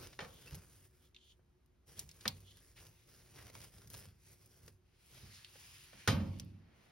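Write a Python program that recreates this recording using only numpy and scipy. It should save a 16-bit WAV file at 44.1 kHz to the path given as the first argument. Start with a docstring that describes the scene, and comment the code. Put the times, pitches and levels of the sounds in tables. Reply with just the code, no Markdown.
"""Claws scrabble in bark litter, over a quiet room hum: a monitor lizard in a glass tank, close to a phone.
Feet thud, chips snap and the belly drags as it tugs at a worm held in plastic tongs.
The tongs knock on the tank, rub and click; each knock rings the panes and the floor.
At last the lizard lets go and drops, the whole tank booms, and the tongs rustle as they are drawn back."""
import sys
import numpy as np
from scipy import signal
from scipy.fft import rfft, irfft, next_fast_len
from scipy.io import wavfile
from scipy.ndimage import uniform_filter1d, map_coordinates

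SR = 44100
rng = np.random.default_rng(int(sys.argv[2]) if len(sys.argv) > 2 else 0)


def generate_wav(signal):
    """Clip the signal to [-1, 1] and save it as 16-bit WAV at the path in sys.argv[1]."""
    frames = np.transpose(np.atleast_2d(signal))
    scaled = np.clip(frames, -1, 1) * 32767
    pcm = np.round(scaled).astype(np.int16)
    wavfile.write(sys.argv[1], SR, pcm)


N = 304731

# claw strokes; belly and tail drags: (time [s], length [s], scraping [dB], crumbs [dB])
CLAW_STROKES = [(-.02, 0.07, -56, -59.5), (.09, 0.11, -72.5, -68.5), (.21, 0.26, -65.5, -63.5),
                (.465, 0.12, -61.5, -63.5), (.61, 0.24, -72.5, -66.5), (.93, 0.13, -79, -76),
                (1.24, 0.072, -89, -75.5), (1.872, 0.14, -69, -63.5), (1.965, 0.053, -66, -60.5),
                (2.05, 0.077, -78, -71), (2.14, 0.23, -68, -64.5), (2.39, 0.34, -74, -69),
                (2.765, 0.11, -65, -62), (3.06, 0.35, -70, -67), (3.345, 0.15, -62, -63.5),
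                (3.53, 0.12, -60.5, -59.5), (3.71, 0.14, -70, -67.5), (3.9, 0.046, -63, -58),
                (3.94, 0.051, -59, -54.5), (4.0, 0.055, -63.5, -67), (4.265, 0.066, -72.5, -67),
                (4.4, 0.29, -73, -69), (5.11, 0.18, -67, -84)]
BELLY_DRAGS = [(2.93, 0.066, -72, -70.5), (4.24, 0.0089, -68, -62), (4.88, 0.23, -77.5, -89),
               (5.045, 0.14, -69.5, -64), (5.15, 0.24, -61.5, -66), (5.51, 0.33, -62, -60.5),
               (5.92, 0.16, -60.5, -67), (6.15, 0.24, -66.5, -86), (6.76, 0.082, -74.5, -75)]
# footfalls and tugs on the tank floor: (time [s], ring [dB], thud [dB])
FOOTFALLS = [(0.041, -67, -54.5), (0.202, -64, -52), (0.5, -62, -59), (.522, -54, -46.5), (1.967, -57, -61),
             (2.034, -76, -54.5), (2.271, -48, -65), (2.78, -69, -65), (3.449, -57.5, -62),
             (3.551, -60, -60.5), (3.735, -61, -60.5), (3.85, -59, -58), (3.924, -59, -66),
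             (4.06, -58, -55.5), (4.63, -57, -59), (5.225, -56.5, -54)]
# bark chips breaking: (time [s], level [dB], tilt [dB/octave])
CHIP_SNAPS = [(0.0702, -43, 0), (.519, -53, -3), (.5305, -48.5, -2.5), (.545, -42.5, 0.5), (0.5515, -40, 7),
              (0.338, -49, 14), (2.4036, -51.5, 6), (2.57, -52, 3), (2.866, -52.5, 1.5), (3.388, -50.5, -2),
              (3.425, -51, 0), (3.499, -49, -2), (3.5516, -42.5, -2.5), (3.604, -50, -1), (3.615, -46.5, 1),
              (3.625, -53, -1), (3.782, -52, 0.5), (3.817, -55, -1), (3.873, -49, 3.5), (3.879, -56, 8),
              (3.901, -41.5, 6.5), (3.934, -43.5, 8), (3.941, -41, -0.5), (3.947, -43.5, 0),
              (3.975, -47, 12), (3.993, -47, 16), (4.459, -49, 12), (4.662, -55, 8), (4.679, -46, -1.5),
              (6.446, -56, 14)]
# blows on the tank:
# (time [s], crack [dB], clack [dB], rattle [dB], decay scale [x], tilt [dB/octave], boom [dB])
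TANK_KNOCKS = [(0.1297, -51, -67, -75, 0.29, 3, -84), (0.1901, -34, -42.5, -53, 0.28, -1.5, -63),
               (0.203, -42, -63, -47, 0.54, 0.5, -55.5), (0.246, -49, -48, -62, 0.34, 4, -75),
               (1.392, -67, -93, -84, 0.4, -16, -75), (2.2541, -33, -35.5, -42, 0.25, 0.5, -42.5),
               (5.555, -53.5, -70, -85, 0.17, -7, -81), (5.93, -52, -63, -67.5, 0.59, -5.5, -62.5),
               (6.0751, -23, -26, -33.5, 0.73, 4, -26), (6.0848, -27, -32, -46, 0.86, -3, -53),
               (6.201, -51, -57, -57, 1, -2, -45)]
# tongs sliding under load: (time [s], length [s], level [dB])
TONG_SLIDES = [(.29, 0.17, -69.5), (1.01, 0.063, -78.5), (1.175, 0.12, -71.5), (1.272, 0.05, -68),
               (1.97, 0.033, -62.5), (2.46, 0.059, -64.5), (2.53, 0.06, -71.5)]
# tong and jaw contacts, plus the bright treble of the landing crack at 6.076 s: (time [s], level [dB], pitch
# [Hz], width [octaves], t60 [s], rattle [dB])
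HARD_CLICKS = [(0.472, -51.5, 2676, 0.019, 0.064, -70), (1.1457, -54.5, 3580, 0.31, 0.023, -68),
               (1.163, -49.5, 3300, 0.19, 0.027, -74), (1.661, -60.5, 11100, 0.84, 0.0061, -101),
               (1.9927, -33, 6850, 0.68, 0.026, -62), (2.091, -47, 6160, 0.39, .014, -64),
               (2.113, -48.5, 5300, 0.4, 0.02, -84.5), (2.209, -50.5, 4300, 0.75, 0.027, -64.5),
               (2.2786, -23, 4150, 0.32, 0.019, -47.5), (2.2784, -28, 10000, 0.83, 0.014, -70),
               (5.446, -44, 3840, 0.42, 0.015, -59.5), (6.0759, -36, 10000, 0.48, .05, -75),
               (6.388, -53, 8000, .6, 0.0079, -90), (6.3977, -37, 5260, 0.69, 0.015, -89)]
# litter pushed aside: (time [s], level [dB], pitch [Hz], t60 [s])
FOOT_SCUFFS = [(2.759, -51, 2670, 0.17), (3.365, -52.5, 1890, 0.27), (5.333, -49, 5070, 0.18)]
# room hum: (frequency [Hz], level [dB])
HUM_TONES = [(59.5, -78), (362, -83.5)]

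# modes of floor and walls, panes, glass front: (frequency [Hz], level [dB], t60 [s])
TANK_MODES = [(54.4, -20, 1.8), (87.2, -11.5, 1.0), (96.1, -7.5, 1.61), (105.5, 3.5, 0.33),
              (113.6, -5.5, .45), (142.3, -15.5, 0.67), (149.2, -6, 0.85), (168, -12, 1.1),
              (182, -12.5, 0.52), (200.1, -6, 0.75), (205.8, 0, 0.33), (218.7, -4, 0.54), (257, -19, 0.31),
              (275, -10, 0.52), (311.5, -27, 1.8)]
PANE_MODES = [(449, 9, 0.22), (480, 3.5, 0.56), (534, 6.5, 0.67), (560, -4.5, 0.99), (656, 8.5, 0.2),
              (717, 3.5, 0.45), (817, 6.5, 0.32), (1103, 2, 0.66), (1318, 11.5, 0.18), (1556, 4, 0.23),
              (1813, 11, 0.2), (1870, -3, 0.14), (2260, 2.5, 0.15), (2300, 4.5, 0.29), (2840, 1, 0.14),
              (3120, 9, 0.28)]
FRONT_MODES = [(406.6, -10, 0.079), (690, -27.5, .05), (1223, -2.5, 0.034), (1786, -3, 0.055),
               (2300, -9.5, 0.079), (3550, 0.5, 0.015)]

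# noise spectra, by source: (frequency [Hz], density [dB])
ROOM_SPECTRUM = [(20, -15.5), (60, 7.5), (110, 2), (200, -6), (380, -9), (600, -16), (1500, -21.5),
                 (4000, -28), (12000, -35), (16000, -39)]
CLAW_SPECTRUM = [(100, -18.5), (240, 2.5), (400, 9), (720, 1.5), (1050, 1.5), (1800, 2), (2750, 1.2),
                 (4000, -2.5), (5500, 2), (6700, -8), (8000, -15.5), (11000, -8.5), (16000, -5)]
BELLY_SPECTRUM = [(100, -20), (400, -11.5), (900, -0.5), (1600, 2.5), (2600, 7), (3500, 3.5), (5000, 4),
                  (6500, -2), (8000, -4.5), (11000, -7), (16000, -14.5)]
CRUMB_SPECTRUM = [(2000, -28), (5000, -3.5), (8000, 0), (11000, -2.5), (13500, -7), (15500, 1)]
CHIP_SPECTRUM = [(100, -14), (400, 4), (900, -2), (2500, -4), (5500, 0), (8000, -5), (11000, -7),
                 (16000, -11)]
WEIGHT_SPECTRUM = [(20, -22), (45, -1.5), (65, -4.5), (100, 4.5), (140, 0), (200, -11), (300, -13),
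                   (500, -16), (1200, -42)]
THUD_SPECTRUM = [(20, -24), (45, -8), (65, 7), (110, 5.5), (170, 7), (260, -15.5), (600, -34.5)]
CRACK_SPECTRUM = [(60, -18.5), (200, -15), (350, -7.5), (600, 3), (950, -1.5), (1700, 0.5), (2400, -3.5),
                  (3500, -3.5), (6000, -11.5), (9000, -20.5), (12000, -32.5), (16000, -25.5)]
TANK_RATTLE_SPECTRUM = [(40, -11.5), (150, -6), (330, 7), (600, 7), (1300, 6.5), (2500, 2), (4500, -1),
                        (7000, -8), (11000, -19.5), (16000, -33)]
RUMBLE_SPECTRUM = [(25, -22), (50, -9), (70, -1), (90, -5), (125, -1.5), (200, -2), (300, -10), (400, -24),
                   (1000, -54.5)]
SLIDE_SPECTRUM = [(1200, -32), (2700, -12), (3000, 1), (3450, 2), (3850, -8), (4450, -6), (4800, -14),
                  (5800, -14), (6600, -10), (8500, -19), (11000, -26), (15000, -33)]
TONG_RATTLE_SPECTRUM = [(1200, -30), (1650, -11), (2500, -3.5), (2900, -9), (3600, -1), (3950, -5),
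                        (4450, 0), (5200, -14.5), (8000, -15), (9000, -21), (11000, -39), (16000, -47)]
RUSTLE_SPECTRUM = [(200, -17.5), (450, -4), (700, -4.5), (1200, -8.5), (2000, -7), (5000, -19),
                   (16000, -59)]

# decay of the tank air: (frequency [Hz], t60 [s])
AIR_T60_S = [(100, 0.58), (300, 1), (700, 0.82), (1500, 0.47), (4000, 0.38), (8000, 0.22), (16000, 0.51)]
# stereo position of the knocks: (frequency [Hz], left minus right [dB])
KNOCK_BALANCE_DB = [(60, -0.5), (150, -2), (380, -4), (950, 0.5), (2380, 0), (5980, -0.5), (15000, 2)]
# left-right likeness of near and far sound: (frequency [Hz], coherence [0-1])
NEAR = [(150, 0.97), (400, 0.45), (800, 0.23), (1500, 1), (3000, 0.9), (4300, 0.4), (6000, 1), (11000, 1),
        (16000, 1)]
FAR = [(150, 0.89), (350, 0.17), (700, 0.083), (1400, 0.47), (3000, 0.51), (5000, 0.51), (8000, 1),
       (16000, 0.41)]
# lead of the left microphone port: (frequency [Hz], phase [rad])
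PORT_LEAD_RAD = [(0, 0), (1900, .05), (2900, .75), (4100, .65), (4900, 0), (7650, 3.14), (11000, 6.28),
                 (14300, 9.42), (16000, 10.8)]

FLOOR_DRIFT_HZ, PANE_DRIFT_HZ = 1.84, 3.5  # loose floor and panes never hold one pitch
FLOOR_PAN_DB = [[-.7], [.7]]  # left, right


def amp(db):
    """Decibels to gain."""
    return 10 ** (np.asarray(db) / 20)


def unit(x):
    """x at rms 1."""
    return x / np.sqrt(np.mean(x ** 2) + 1e-20)


def along(points, hz):
    """(Hz, value) points read on a log axis."""
    knots_hz, values = np.transpose(points)
    return np.interp(np.log(hz + 1), np.log(knots_hz + 1), values)


def wobble(knots_per_s):
    """Smooth random curve."""
    knots = rng.standard_normal(int(N * knots_per_s / SR) + 4)
    return map_coordinates(knots, [np.arange(N) * knots_per_s / SR])


def add(track, time_s, sound):
    """Mix a sound into the track."""
    start = max(0, round(time_s * SR))
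    track[:, start:start + sound.shape[-1]] += sound[..., :N - start]


def filtered(x, response):
    """x through a frequency response."""
    size = x.shape[-1]
    padded = next_fast_len(size + 8192)
    return irfft(rfft(x, padded) * response(np.fft.rfftfreq(padded, 1 / SR)), padded)[..., :size]


def stereo(pair, colour_db, coherence):
    """Two unrelated signals, coloured and blended into left and right at rms 1."""
    angle = lambda hz: np.arccos(np.clip(along(coherence, hz), -1, 1)) / 2
    mid, side = filtered(pair, lambda hz: amp(colour_db(hz)) * [np.cos(angle(hz)), np.sin(angle(hz))])
    return unit(np.array([mid + side, mid - side]))


def noise(spectrum, coherence, size=N, tilt_db=0):
    """Shaped stereo noise, tilted per octave above 500 Hz."""
    colour_db = lambda hz: along(spectrum, hz) + tilt_db * np.log2(1 + hz / 500)
    return stereo(rng.standard_normal((2, size)), colour_db, coherence)


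def fade(t60_s, attack_s):
    """Rise, then exponential decay."""
    t = np.arange(int(SR * np.clip(1.5 * t60_s, .05, 1.5))) / SR
    return np.exp(-np.log(1000) * t / t60_s) * (1 - np.exp(-t / attack_s))


def burst(spectrum, coherence, t60_s, attack_s, tilt_db=0):
    """Decaying puff of stereo noise."""
    envelope = fade(t60_s, attack_s)
    return envelope * noise(spectrum, coherence, len(envelope), tilt_db)


def ring(modes, attack_s, scatter_db, decay_scale=1, drift_hz=0):
    """Struck modes, each with random strength and optional pitch drift."""
    t = np.arange(SR) / SR
    knots_s = np.linspace(0, 1, 25)
    tones = np.zeros(SR)
    for hz, db, t60_s in modes:
        envelope = amp(db + scatter_db * rng.normal()) * np.exp(-np.log(1000) * t / (decay_scale * t60_s))
        drift_cycles = np.cumsum(rng.standard_normal(len(knots_s))) * drift_hz / len(knots_s)
        tones += envelope * np.sin(2 * np.pi * (hz * t + np.interp(t, knots_s, drift_cycles)))
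    return tones * (1 - np.exp(-t / attack_s))


def effort(moves, rise_s, fall_db_per_s):
    """Movements swell, hold and die away; summed in power, one gain curve per dB column."""
    power = 0
    for time_s, length_s, *levels_db in moves:
        t = np.arange(N) / SR - time_s
        swell = (1 + np.tanh(t / (2 * rise_s))) / 2
        release = amp(-fall_db_per_s * np.maximum(t - length_s, 0))
        power += np.outer(amp(levels_db), swell * release) ** 2
    return np.sqrt(power)


def grains(spectrum, coherence, per_s, spread_db, bed_gain):
    """Tiny fractures of uneven size over a bed of finer friction."""
    sizes = amp(spread_db * np.minimum(rng.exponential(size=(2, N)), 4)) * rng.standard_normal((2, N))
    fractures = unit(sizes * (rng.random((2, N)) < per_s / SR))
    friction = bed_gain * rng.standard_normal((2, N))
    return stereo(fractures + friction, lambda hz: along(spectrum, hz), coherence)


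def bark_patches(x, depth_db):
    """Each patch of bark has its own colour, so resonances come and go."""
    frames = signal.stft(x, SR, nperseg=512)[2]
    smooth = lambda v, size, axis: uniform_filter1d(uniform_filter1d(v, size, axis), size, axis)
    field = smooth(smooth(rng.standard_normal(frames.shape[1:]), size=4, axis=0), size=20, axis=1)
    gain = amp(depth_db * np.tanh(unit(field)))
    return signal.istft(frames * unit(gain), SR, nperseg=512)[1][:, :N]


def pane_reflections(x, spread_s, strength):
    """Early copies off nearby panes comb the sound."""
    delays_s = 0.000558 + spread_s * rng.random(8)
    gains = rng.standard_normal(8)
    gains *= strength / np.linalg.norm(gains)
    copies = lambda hz: sum(gain * np.exp(-2j * np.pi * hz * s) for s, gain in zip(delays_s, gains))
    return filtered(x, lambda hz: (1 + copies(hz)) / np.sqrt(1 + strength ** 2))


def air_decay(x, decay_scale):
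    """Sound dies away in the tank, treble first."""
    hz, t, frames = signal.stft(x, SR, nperseg=256)
    loss = np.exp(-np.log(1000) * t / (decay_scale * along(AIR_T60_S, hz)[:, None]))
    return signal.istft(frames * loss, SR, nperseg=256)[1][:, :x.shape[1]]


def wall_echo(x, wet_db, decay_scale):
    """The glass walls throw small sounds back."""
    tail = air_decay(rng.standard_normal((2, SR // 2)), decay_scale)
    tail = np.pad(tail / np.linalg.norm(tail[0]), ((0, 0), (SR // 400, 0)))  # 2.5 ms delay
    return x + amp(wet_db) * signal.fftconvolve(x, tail, axes=1)[:, :N]


def scrabble():
    """Claws dig and the belly drags through clumps of bark; the weight rumbles in the tank floor."""
    dig, dig_crumbs = effort(CLAW_STROKES, rise_s=0.006, fall_db_per_s=201)
    drag, drag_crumbs = effort(BELLY_DRAGS, rise_s=0.034, fall_db_per_s=89)
    clumps_db = 1.6 * wobble(45) + 0.45 * wobble(170)
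    rough, smooth = amp(clumps_db), amp(.5 * clumps_db)
    claws = grains(CLAW_SPECTRUM, NEAR, per_s=1100, spread_db=0, bed_gain=1)
    belly = grains(BELLY_SPECTRUM, FAR, per_s=6100, spread_db=4, bed_gain=4.6)
    crumbs = grains(CRUMB_SPECTRUM, NEAR, per_s=1300, spread_db=-0.5, bed_gain=1)
    grit = amp(-7.5) * grains(CHIP_SPECTRUM, NEAR, per_s=200, spread_db=-1, bed_gain=0)
    litter = rough * dig * (claws + grit) + smooth * drag * belly
    litter += np.hypot(rough * dig_crumbs, smooth * drag_crumbs) * crumbs
    press = lambda gain: (gain / gain.max()) ** 0.64  # dB of rumble per dB of scraping
    weight = np.hypot(amp(-58.5) * press(dig), amp(-70) * press(drag)) * noise(WEIGHT_SPECTRUM, NEAR)
    litter = bark_patches(litter, depth_db=2.5)
    return pane_reflections(litter, spread_s=0.021, strength=0.027) + amp(FLOOR_PAN_DB) * weight


def room():
    """Low room air and a faint, wavering hum."""
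    t = np.arange(N) / SR
    waver = lambda: unit(wobble(30) + 1j * wobble(30)) + .1
    hum = sum(amp(db) * unit(np.real(waver() * np.exp(2j * np.pi * hz * t))) for hz, db in HUM_TONES)
    return amp(-73) * noise(ROOM_SPECTRUM, FAR) + hum


def steps():
    """Feet land softly through the litter: a deep thud and the tank's low modes."""
    out = np.zeros((2, N))
    for time_s, ring_db, thud_db in FOOTFALLS:
        floor = ring(TANK_MODES, attack_s=0.018, scatter_db=1.5, decay_scale=0.64, drift_hz=FLOOR_DRIFT_HZ)
        add(out, time_s, amp(ring_db) * floor)
        add(out, time_s, amp(thud_db) * burst(THUD_SPECTRUM, NEAR, t60_s=.27, attack_s=0.0069))
    return amp(FLOOR_PAN_DB) * filtered(out, lambda hz: 2 / (1 + 1j * hz / 130) ** 2)  # low-pass


def snaps():
    """Single chips break under the claws in short, broad bursts."""
    out = np.zeros((2, N))
    for time_s, db, tilt_db in CHIP_SNAPS:
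        snap = burst(CHIP_SPECTRUM, NEAR, t60_s=0.021, attack_s=0.00085, tilt_db=tilt_db)
        add(out, time_s, amp(db) * snap)
    return out


def knocks():
    """A blow cracks, clacks, rattles round the tank and rings the panes; the heavy floor follows."""
    out = np.zeros((2, N))
    for time_s, crack_db, clack_db, rattle_db, decay_scale, tilt_db, boom_db in TANK_KNOCKS:
        crack = burst(CRACK_SPECTRUM, NEAR, t60_s=0.036, attack_s=0.001, tilt_db=tilt_db)
        rattle = air_decay(noise(TANK_RATTLE_SPECTRUM, FAR, size=SR, tilt_db=tilt_db), decay_scale)
        add(out, time_s, amp(crack_db) * pane_reflections(crack, spread_s=0.0029, strength=.3))
        add(out, time_s, amp(clack_db) * ring(FRONT_MODES, attack_s=0.002, scatter_db=0.5))
        add(out, time_s + .003, amp(rattle_db) * pane_reflections(rattle, spread_s=.008, strength=0.7))
        panes = ring(PANE_MODES, attack_s=0.0028, scatter_db=1.5,
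                     decay_scale=decay_scale, drift_hz=PANE_DRIFT_HZ)
        boom = ring(TANK_MODES, attack_s=0.012, scatter_db=3,
                    decay_scale=decay_scale, drift_hz=FLOOR_DRIFT_HZ)
        rumble = burst(RUMBLE_SPECTRUM, NEAR, t60_s=1.45 * decay_scale, attack_s=.03)
        add(out, time_s, amp(rattle_db - 16) * panes)
        add(out, time_s + 0.00465, amp(boom_db) * boom)
        add(out, time_s + .005, amp(boom_db - 8) * rumble)
    return filtered(out, lambda hz: amp(along(KNOCK_BALANCE_DB, hz) * np.array([[.5], [-.5]])))


def slides():
    """Loaded tongs rub with a thin, uneven hiss."""
    gain, = effort(TONG_SLIDES, rise_s=0.012, fall_db_per_s=650)
    return gain * amp(1.2 * wobble(120)) * noise(SLIDE_SPECTRUM, FAR)


def clicks():
    """Hard contacts ring briefly round one pitch; the tong arms rattle on drily."""
    out = np.zeros((2, N))
    for time_s, db, pitch_hz, width_oct, t60_s, rattle_db in HARD_CLICKS:
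        peak_db = lambda hz: -22 * np.log10(1 + (np.log2((hz + 1) / pitch_hz) / width_oct) ** 2 / 2)
        envelope = fade(t60_s, attack_s=.0003)
        click = envelope * stereo(rng.standard_normal((2, len(envelope))), peak_db, NEAR)
        add(out, time_s, amp(db) * click)
        add(out, time_s, amp(rattle_db) * burst(TONG_RATTLE_SPECTRUM, FAR, t60_s=.18, attack_s=0.00036))
    return out


def scuffs():
    """A foot pushes a small heap aside: the rasp swells and fades."""
    out = np.zeros((2, N))
    for time_s, db, hz, t60_s in FOOT_SCUFFS:
        spectrum = [(hz / 6, -26), (hz / 2, -9), (hz, 0), (hz * 2, -12), (hz * 4, -28)]
        add(out, time_s, amp(db) * burst(spectrum, NEAR, t60_s, attack_s=t60_s / 8))
    return out


def withdrawal(start_s=6.39, rise_s=0.39):
    """The tongs rustle dully as they are drawn back."""
    ramp = np.clip((np.arange(N) / SR - start_s) / rise_s, 0, 1)
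    return amp(-71.5) * ramp * noise(RUSTLE_SPECTRUM, FAR)


def scene():
    """Lizard, tongs, tank and room."""
    movement = scrabble() + scuffs() + slides() + withdrawal() + knocks() + steps()
    return movement + wall_echo(clicks() + snaps(), wet_db=-9.5, decay_scale=0.12) + room()


def record(dry):
    """The phone's two ports hear the treble out of phase; steep band limit at 16 kHz."""
    phase_rad = lambda hz: np.interp(hz, *np.transpose(PORT_LEAD_RAD)) * np.array([[1], [-1]]) / 2
    return filtered(dry, lambda hz: np.exp(1j * phase_rad(hz)) / (1 + (hz / 16000) ** 120))


dry = scene()
out = record(dry)
generate_wav(out)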